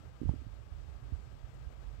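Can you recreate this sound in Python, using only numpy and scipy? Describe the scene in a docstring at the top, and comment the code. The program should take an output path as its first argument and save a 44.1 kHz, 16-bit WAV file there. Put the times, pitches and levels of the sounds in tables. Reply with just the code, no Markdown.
"""Outdoors in quiet air, beside a steaming coffee pot, with a stereo pair of microphones.
The left one hears a soft, even hiss, a distant low drone, the thin sizzle of steam and a few tiny
ticks of bursting foam. On the right, over a fainter hiss, a light breeze rumbles in the microphone
port; its eddies ring the port in a short fluttering thump with a dull pop, then a few weaker bumps."""
import sys
import numpy as np
from scipy import signal
from scipy.fft import rfft, irfft
from scipy.io import wavfile

SR = 44100
rng = np.random.default_rng(int(sys.argv[2]) if len(sys.argv) > 2 else 0)


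def dump(signal):
    """Clip the signal to [-1, 1] and save it as 16-bit WAV at the path in sys.argv[1]."""
    limited = np.clip(np.atleast_2d(signal).T, -1, 1)
    pcm = np.round(limited * 32767).astype(np.int16)
    wavfile.write(sys.argv[1], SR, pcm)


N = 88200
FLICKER_PER_S = 14.4


def from_db(db):
    """Decibels to gain."""
    return 10 ** (np.asarray(db) / 20)


def in_time(rows):
    """A curve through rows of (seconds, value), at every sample."""
    return np.interp(np.arange(N) / SR, *np.transpose(rows))


def band_noise(low_hz, high_hz, order=2):
    """Steady band-passed noise with an rms of 1."""
    sos = signal.butter(order, [low_hz, min(high_hz, .48 * SR)], "band", fs=SR, output="sos")
    noise = signal.sosfilt(sos, rng.standard_normal(N + SR // 4))[-N:]
    return noise / noise.std()


def hiss(spectrum):
    """Smooth noise with the given spectrum in dB per Hz."""
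    hz, db = np.transpose(spectrum)
    bins_hz = np.maximum(np.arange(N // 2 + 1) * SR / N, 1)
    gain = from_db(np.interp(np.log(bins_hz), np.log(hz), db)) * np.sqrt(SR / 2)
    return irfft(rfft(rng.standard_normal(N)) * gain, N)


def drift(rate):
    """A slow random wander with a spread of 1."""
    hop = 40  # samples between random steps
    pole = np.exp(-2 * np.pi * rate * hop / SR)
    steps = rng.standard_normal(N // hop + 2002)
    slow = signal.lfilter([1], [1, -2 * pole, pole * pole], steps)[2000:]
    return np.interp(np.arange(N) / hop, np.arange(len(slow)), slow / slow.std())


def ring(push, hz, t60):
    """A resonance: a unit push starts a dying oscillation at height 1."""
    pole = from_db(-60 / (t60 * SR))
    turn = pole * np.cos(2 * np.pi * hz / SR)
    return signal.lfilter([1, -turn], [1, -2 * turn, pole * pole], push + 1e-18)


def burst(start_s, rise_s, decay_s):
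    """A straight rise and an exponential fall."""
    t = np.arange(N) / SR - start_s
    return np.clip(t / rise_s, 0, 1) * np.exp(-np.maximum(t - rise_s, 0) / decay_s)


# Open air at the left microphone. Each row: frequency in Hz, level before the swell in dB per Hz.
AIR_SPECTRUM = [(20,-105),(50,-86),(100,-84.5),(180,-86.5),(300,-89),(500,-88.5),(850,-92),(1020,-95.5),(1160,-93),(1300,-91.5),(1450,-99),(1600,-94.5),(1750,-100),(3000,-102.9),(4000,-107.3),(5400,-109.4),(6000,-111.8),(8300,-112.3),(8950,-118),(9200,-127),(9700,-127.5),(10300,-122),(15500,-122.7)]
# The swell of that hiss. Each row: time in seconds, gain in dB.
AIR_GAIN = [(0, 2.3), (.1, -0.3), (.2, 0.1), (.29, 2.5), (.4, 0.3), (.5, -0.3), (.62, -0.54), (.83, 0),
            (.95, -0.2), (1.17, 0.16), (1.35, 0), (1.42, -0.7), (1.55, 2), (1.64, -0.5), (1.71, -0.6),
            (1.78, .5), (1.87, 1.5), (2, -1.5)]
# A drone far off, coming and going. 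Each row: time in seconds, level in dB.
FAR_DRONE_LEVEL = [(0, -60), (.6, -68), (.72, -55.5), (.9, -65), (1.08, -51.5), (1.33, -63), (1.57, -52),
                   (1.68, -61.5), (1.8, -56.5), (2, -79)]
def open_air(flicker_db=0.83, drone_hz=132.6, drone_width_hz=8.6):
    """Even outdoor hiss, flickering slightly, over a distant, wavering drone."""
    even_hiss = from_db(in_time(AIR_GAIN) + flicker_db * drift(FLICKER_PER_S)) * hiss(AIR_SPECTRUM)
    drone = band_noise(drone_hz - drone_width_hz / 2, drone_hz + drone_width_hz / 2)
    return even_hiss + from_db(in_time(FAR_DRONE_LEVEL)) * drone


# Air at the sheltered right microphone. Each row: frequency in Hz, level in dB per Hz.
SHELTERED_SPECTRUM = [(600, -116.1), (1000, -120.4), (2000, -124.1), (5000, -127.9), (9000, -128.7),
                      (11000, -124.1), (15500, -126.0)]
def sheltered_air():
    """A faint, steady hiss on the sheltered side."""
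    return hiss(SHELTERED_SPECTRUM)


# Wind in the right port. Each row: frequency in Hz, level before the breeze's gain in dB per Hz.
RUMBLE_SPECTRUM = [(20, -82), (30, -84), (50, -55.5), (62, -55.5), (85, -67), (120, -66.5), (180, -88.5),
                   (260, -87), (360, -102), (500, -116)]
# Strength of the breeze at that port. Each row: time in seconds, gain in dB.
BREEZE_GAIN = [(0, -1.5), (.19, -12), (.27, 13), (.39, -1), (.55, -3.5), (.66, -7), (.73, -0.5),
               (.87, -0.5), (.94, -6.5), (1.05, 0), (1.23, -2.5), (1.34, -1), (1.4, -9.5), (1.47, -6),
               (1.6, -5), (1.71, -8.5), (1.88, -1), (2, -3.5)]
def breeze(flicker_db=2.5, bands=12):
    """Low turbulence in the port follows the strength of the wind; each band flickers on its own."""
    hz, db = np.transpose(RUMBLE_SPECTRUM)
    edges_hz = np.geomspace(hz[0], hz[-1] * 1.05, bands + 1)
    rumble = 0
    for low, high in zip(edges_hz, edges_hz[1:]):
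        centre_db = np.interp(np.log(low * high) / 2, np.log(hz), db)
        level = np.sqrt(high - low) * from_db(centre_db + flicker_db * drift(FLICKER_PER_S))
        rumble = rumble + level * band_noise(low, high, order=3)
    return from_db(in_time(BREEZE_GAIN)) * rumble


# Steam from the pot, close by on the left. Each row: time in seconds, level in dB.
SIZZLE_LEVEL = [(0, -89), (.19, -79.5), (.3, -70.5), (.4, -72.5), (.5, -73.5), (.61, -81), (.82, -69.5),
                (.97, -78.5), (1.14, -74), (1.33, -74), (1.42, -73), (1.53, -75), (1.68, -79.5), (1.9, -74),
                (2, -73)]
# The colour of the steam. Each row: frequency in Hz, relative level in dB.
SIZZLE_COLOUR = [(1000, -20), (2000, 2.5), (3200, 0), (5300, -3.5), (6200, -7.5), (8400, -9), (9200, -41),
                 (15500, -33)]
def steam():
    """Steam leaves the pot with a thin sizzle that swells and sinks."""
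    sizzle = hiss(SIZZLE_COLOUR)
    return from_db(in_time(SIZZLE_LEVEL)) * sizzle / sizzle.std()


# Gusts across the right port. Each row: start in seconds, peak level in dB, rise and decay in seconds.
PORT_GUSTS = [(.21, -70, 0.084, 0.1), (1.11, -88, .03, .08)]
# The colour of their rush. Each row: frequency in Hz, relative level in dB.
RUSH_COLOUR = [(200, -6), (500, 11), (1000, -1), (2000, -14), (5000, -24), (9000, -24), (15500, -25)]
def gusts():
    """Air rushes softly across the port, swelling and dying with each gust."""
    rush = hiss(RUSH_COLOUR)
    level = sum(from_db(db) * burst(start_s, rise_s, decay_s) for start_s, db, rise_s, decay_s in PORT_GUSTS)
    return level * rush / rush.std()


# Eddies striking the right port. Each row: centre time in seconds, spread of the push in milliseconds,
# boom pitch in Hz, then the gains of boom, thud and knock in dB.
PORT_EDDIES = [(0.2162, 0.63, 66, -48, -24, -18.5), (.233, 0.53, 66, -45, -30, -22.5),
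               (0.2567, 0.67, 72.5, -21.5, -31, -29), (0.268, 2.6, 52.3, -20.5, -33, -42),
               (0.2933, 1.04, 57.8, -14, -12, -43), (0.306, 1.3, 60.5, -32, -40, -48),
               (0.3123, 0.55, 65.6, -49, -34, -33.5), (0.338, 0.51, 65.6, -46, -46, -24.5),
               (0.3607, 0.39, 66, -38, -56, -42), (0.418, 0.72, 66.5, -40, -48, -35),
               (0.467, 1, 59, -33, -29, -31), (0.717, 3.7, 65.6, -43, -50, -62),
               (0.890, 1.6, 61, -28.5, -37, -60), (1.123, 0.89, 77, -23.5, -45.5, -30),
               (1.135, 2.65, 65.7, -21.5, -27, -53), (1.182, 2.1, 56, -28.5, -39, -62),
               (1.439, 1.8, 54, -26, -48, -54), (1.669, 2.43, 64, -23.5, -44, -58)]
def eddies(thud_hz=119, knock_hz=260, low_cut_hz=13):
    """Each eddy's smooth push rings the port: a low boom of its own pitch, a round thud, a hollow knock."""
    t = np.arange(N) / SR
    port = np.zeros(N)
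    for centre_s, spread_ms, boom_hz, boom_db, thud_db, knock_db in PORT_EDDIES:
        push = np.exp(-.5 * ((t - centre_s) * 1000 / spread_ms) ** 2)
        push /= push.sum()
        port += from_db(boom_db) * ring(push, boom_hz, t60=0.086)
        port += from_db(thud_db) * ring(push, thud_hz, t60=0.031)
        port += from_db(knock_db) * ring(push, knock_hz, t60=0.031)
    return signal.sosfilt(signal.butter(2, low_cut_hz, "high", fs=SR, output="sos"), port)


def pop(start_s=.2905, band_hz=(355, 947)):
    """One dull snap of pressure at the port comes with the strongest eddy."""
    click = np.zeros(N)
    click[int(start_s * SR)] = 1
    return signal.sosfilt(signal.butter(5, band_hz, "band", fs=SR, output="sos"), click + 1e-18)


# Foam in the pot, close by on the left. Each row: start in seconds, level in dB, decay in seconds.
FOAM_TICKS = [(1.176, -67.5, 0.0034), (1.206, -60, 0.0016), (1.541, -72, 0.01)]
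def foam():
    """Foam bubbles burst, each with a tiny bright tick."""
    level = sum(from_db(db) * burst(start_s, decay_s / 10, decay_s) for start_s, db, decay_s in FOAM_TICKS)
    return level * band_noise(low_hz=6800, high_hz=8400, order=3)


def scene():
    """Open air and the pot at the left microphone, wind at the right."""
    left = open_air() + steam() + foam()
    right = sheltered_air() + breeze() + gusts() + eddies() + pop()
    return np.array([left, right])


def record(dry):
    """The recorder cuts the top of both channels steeply."""
    cutoff_hz = 15750
    return signal.sosfilt(signal.ellip(12, .1, 80, cutoff_hz, fs=SR, output="sos"), dry)


dry = scene()
out = record(dry)
dump(out)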